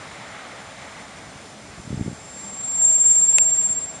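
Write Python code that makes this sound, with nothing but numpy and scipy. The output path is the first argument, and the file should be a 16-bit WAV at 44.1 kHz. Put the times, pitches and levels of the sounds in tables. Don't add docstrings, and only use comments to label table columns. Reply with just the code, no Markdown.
import sys
import numpy as np
from scipy import signal
from scipy.fft import rfft, irfft
from scipy.io import wavfile
from scipy.ndimage import uniform_filter1d

SR = 44100
rng = np.random.default_rng(int(sys.argv[2]) if len(sys.argv) > 2 else 0)


def bounce(signal):
    frames = np.transpose(np.atleast_2d(signal))
    limited = np.clip(frames, -1, 1)
    pcm = np.round(limited * 32767).astype(np.int16)
    wavfile.write(sys.argv[1], SR, pcm)


def boost_factor(decibels):
    exponent = np.asarray(decibels, float) / 20
    return 10 ** exponent


N = 176400
T = np.arange(N) / SR


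def evened(x):
    return x / np.sqrt(np.mean(x ** 2) + 1e-20)


def curve(rows, axis=1):
    rows = np.array(rows, float)
    return np.interp(T, rows[:, 0], rows[:, axis])


def slow(rate_hz):
    f = np.fft.rfftfreq(N, 1 / SR)
    return evened(irfft(rfft(rng.standard_normal(N)) / (1 + (f / rate_hz) ** 4), N))


def sine(hz):
    cycles = np.cumsum(hz) / SR if np.ndim(hz) else hz * T
    return np.sqrt(2) * np.cos(2 * np.pi * cycles)


def ring(hz, width_hz):
    r = np.exp(-np.pi * width_hz / SR)
    noise = rng.standard_normal(N) + 1j * rng.standard_normal(N)
    fuzz = signal.lfilter([1], [1, -2 * r, r * r], noise)
    return evened((fuzz * np.exp(2j * np.pi * hz * T)).real)


# pitch_hz, width_hz, level_db
PLACE_COLOUR = [(370, 40, -5), (490, 30, -4), (980, 60, -3), (2150, 200, 3), (3450, 150, 2), (5200, 120, 3),
                (6170, 140, 3), (6600, 150, -3), (7150, 110, 8), (7670, 90, -18), (8210, 110, 6),
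                (9080, 70, 6), (9510, 40, 9), (10040, 50, 6)]


def wash(spectrum, patchy_db, colour):
    frames, f = N // 512 + 5, np.fft.rfftfreq(2048, 1 / SR)
    real, imag, patches = rng.standard_normal((frames, 1025, 3)).T
    patches = uniform_filter1d(patches, size=20, axis=0)
    patches = evened(uniform_filter1d(patches, size=8, axis=1))
    hz, level_db = np.transpose(spectrum)
    shape = np.interp(np.log(f + 1), np.log(hz + 1), level_db, left=-80, right=-80)
    tint = sum(db * np.exp(-.5 * ((f - mid) / width) ** 2) for mid, width, db in PLACE_COLOUR)
    z = (real + 1j * imag) * boost_factor((shape + colour * tint)[:, None] + patchy_db * patches)
    return evened(signal.istft(z, nperseg=2048, noverlap=1536)[1][:N])


# pitch_hz, level_db (per Hz)
AIR_SPECTRUM = [(15, -59.5), (25, -13.5), (113, -2), (320, -5), (472, -4), (2080, -13.5), (3070, -17.5),
                (7240, -19), (12500, -32.5), (16200, -70.5), (22000, -120)]


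def night_air():
    return wash(AIR_SPECTRUM, patchy_db=0.64, colour=1) * boost_factor(-42 + 0.2 * slow(rate_hz=2.7))


# pitch_hz, level_db (per Hz)
TRAFFIC_SPECTRUM = [(200, -3.5), (400, -7.5), (650, 1), (1000, 0.5), (2100, -4), (2700, -9.5), (4000, -11),
                    (8000, -46.5)]
# time_s, level_db
TRAFFIC_LEVEL = [
    (0, -41.5),
    (.4, -40),
    (.65, -42.5),
    (1.05, -44),
    (1.45, -51.5),
    (2.2, -77.5),
    (4, -55.5),
]


def traffic():
    rush = wash(TRAFFIC_SPECTRUM, patchy_db=0.9, colour=0.94)
    return rush * boost_factor(curve(TRAFFIC_LEVEL) + .8 * slow(rate_hz=21))


# pitch_hz, level_db
LAMP_TONES = [(7421, -70), (7617, -84), (9514, -72), (9808, -80)]


def lamp_whine():
    return sum(boost_factor(db + 3.1 * slow(rate_hz=2)) * sine(hz) for hz, db in LAMP_TONES)


# pitch_hz, width_hz, level_db
RAIL_MODES = [(875, 35, -51.5), (756, 37, -54), (542, 59, -60.5), (205, 15, -49), (1150, 31, -56.5)]
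# time_s, level_db
ROLLING = [
    (0, -18.5),
    (2.3, -5.5),
    (2.85, -2),
    (3.1, -14.5),
    (3.45, -4.5),
    (3.65, -4.5),
    (4, -4.5),
]
# time_s, level_db
HUM_LEVEL = [
    (2.7, -60),
    (2.85, -45),
    (3.0, -49),
    (3.09, -58),
    (3.2, -49),
    (3.31, -57),
    (3.44, -45),
    (3.58, -56),
    (4, -53),
]


def rails():
    note = sine(646 + 6 * slow(rate_hz=7.9))
    hum = note * boost_factor(curve(HUM_LEVEL) + 1.7 * slow(rate_hz=13))
    modes = sum(boost_factor(db + 1.5 * slow(rate_hz=3.4)) * ring(hz, width) for hz, width, db in RAIL_MODES)
    return hum + modes * boost_factor(curve(ROLLING))


# peak_s, level_db, pitch_hz, direction (+1 or -1)
BUFFETS = [(1.78, -35, 130, -1), (1.797, -28, 133, -1), (1.876, -26, 185, -1), (1.905, -25, 187, -1),
           (1.93, -21, 181, -1), (1.944, -23, 172, -1), (1.957, -30, 143, 1), (1.977, -22, 167, 1),
           (1.996, -23, 218, -1), (2.011, -17, 178, 1), (2.025, -26, 199, -1), (2.05, -32, 163, -1),
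           (2.063, -20, 184, -1), (2.081, -19, 235, -1), (2.099, -29, 164, 1), (2.114, -27, 186, -1),
           (2.129, -29, 174, 1)]
# peak_s, level_db, pitch_hz, direction (+1 or -1)
STRAY_BUFFETS = [
    (1.36, -39, 100, 1),
    (1.70, -41, 90, 1),
    (1.735, -39, 160, -1),
    (1.853, -36, 150, 1),
    (1.915, -30, 120, -1),
    (2.012, -25, 380, 1),
    (1.928, -28, 340, 1),
    (2.078, -26, 380, 1),
    (3.42, -38, 90, -1),
    (3.705, -36, 110, 1),
]


def wind():
    out, puffs = np.zeros(N), np.zeros(N)
    rows = list(BUFFETS) + list(STRAY_BUFFETS)
    for (s, db, hz, way), (lean, wide) in zip(rows, rng.standard_normal((len(rows), 2))):
        cycles = (T - s) * hz
        v = cycles / (0.38 * (1 + .1 * wide))
        push = np.exp(-np.where(v > 0, v / 1.72, v) ** 2)
        swing = np.cos(2 * np.pi * cycles + 0.18 * lean)
        thump = np.exp(-(v * .6) ** 2) * np.sin(2 * np.pi * .6 * cycles)
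        out += np.sign(way) * (boost_factor(db + 0.5) * push * swing - boost_factor(db - 8) * thump)
        puffs += boost_factor(db - 9) * np.exp(-(v / 2.45) ** 2)
    return out + puffs * (ring(150, 176) + 0.33 * ring(330, 150))


# time_s, level_db, upper_flutter_db (re level)
SQUEAL_LEVEL = [(1.2, -78, -15), (2.1, -55, -14), (2.4, -38, -18), (2.54, -36, -13), (2.68, -27, -10),
                (2.76, -24, -12), (2.85, -14, -18), (3.03, -16.5, -9), (3.1, -14, -12), (3.31, -17, -4),
                (3.39, -15.5, -6), (3.52, -19.5, -3), (3.59, -19, -4), (3.73, -24.5, -5), (3.87, -33.5, -5),
                (4.0, -45, -6)]
# time_s, pitch_hz
SQUEAL_PITCH = [(1.5, 7420.5), (2.5, 7418.6), (3.2, 7416.2), (3.5, 7416.9), (3.9, 7419.1)]
# time_s, rate_hz
FLUTTER_RATE = [(2.4, 20.6), (2.75, 19), (3.05, 18.5), (3.25, 17.1), (3.9, 16.4)]


def squeal():
    turn = 2 * np.pi * np.cumsum(curve(SQUEAL_PITCH)) / SR + .06 * slow(rate_hz=53)
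    beats = np.cumsum(curve(FLUTTER_RATE)) / SR
    dip_s = 3.098
    beat = 2 * np.pi * (beats - beats[round(dip_s * SR)] + .5)
    level_db = curve(SQUEAL_LEVEL)
    upper = boost_factor(curve(SQUEAL_LEVEL, axis=2) + 1.2 * slow(rate_hz=5))
    lower = boost_factor(-15 + .4 * (level_db + 15) + 2 * slow(rate_hz=5))
    slip = 2 * np.pi * (.66 - .6 * np.maximum(T - 3.3, 0))
    tone = np.cos(turn) + upper * np.cos(turn + beat)
    tone += lower * np.cos(turn - beat + slip)
    tone += boost_factor(-24) * np.cos(turn + 2 * beat)
    return np.sqrt(2) * tone * boost_factor(level_db + 1.2 * slow(rate_hz=58))


# pitch_hz, level_db (per Hz)
GRIND_SPECTRUM = [(2500, -24.5), (3500, -8), (5200, -2), (6500, -0.5), (7300, 2), (8200, -1), (9500, -3.5),
                  (12000, -30.5)]
# pitch_hz, width_hz, level_db (re squeal)
WHEEL_MODES = [(7190, 90, -27), (7280, 60, -27), (7120, 70, -29), (7530, 60, -30), (7485, 30, -29),
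               (7350, 50, -31), (7700, 60, -42), (6900, 150, -40)]


def grinding():
    effort_db = curve(SQUEAL_LEVEL) + 15
    scrape_db = 5 * np.exp(-((T - 2.41) / .07) ** 2)
    hiss = wash(GRIND_SPECTRUM, patchy_db=1.4, colour=.75)
    modes = sum(boost_factor(db + 1.5 * slow(rate_hz=8)) * ring(hz, width) for hz, width, db in WHEEL_MODES)
    return hiss * boost_factor(-44.5 + 0.38 * effort_db + scrape_db) + modes * boost_factor(effort_db - 9.5)


# pitch_hz, level_db, t60_s
TICK_MODES = [(2584, -0.5, 0.011), (8700, 5.5, 0.0027), (2270, -6.5, 0.0072), (3590, -7.5, 0.0083),
              (4720, -5.5, 0.0057), (6700, 1.5, 0.0033), (1030, -14, 0.013), (585, -16.5, 0.022),
              (9800, -7, 0.0055)]


def tick():
    t = np.maximum(T - 3.3838, 0)
    out = np.zeros(N)
    for hz, db, t60 in TICK_MODES:
        rise = np.minimum(t * hz / 1.2, 1)
        out += rise * boost_factor(db - 60 * t / t60) * np.sin(2 * np.pi * hz * t)
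    return boost_factor(-5) * out


def scene():
    place = night_air() + traffic() + lamp_whine()
    train = rails() + squeal() + grinding()
    return (place + train + wind() + tick())[None]


def low_pass(x):
    return signal.sosfilt(signal.butter(12, 12370, fs=SR, output="sos"), x)


def record(dry):
    low = signal.butter(2, 46.4, "high", fs=SR, output="sos")
    top = signal.butter(8, 10640, fs=SR, output="sos")
    mix = signal.sosfilt(np.vstack([low, top]), dry)
    return low_pass(mix)


dry = scene()
out = record(dry)
bounce(out)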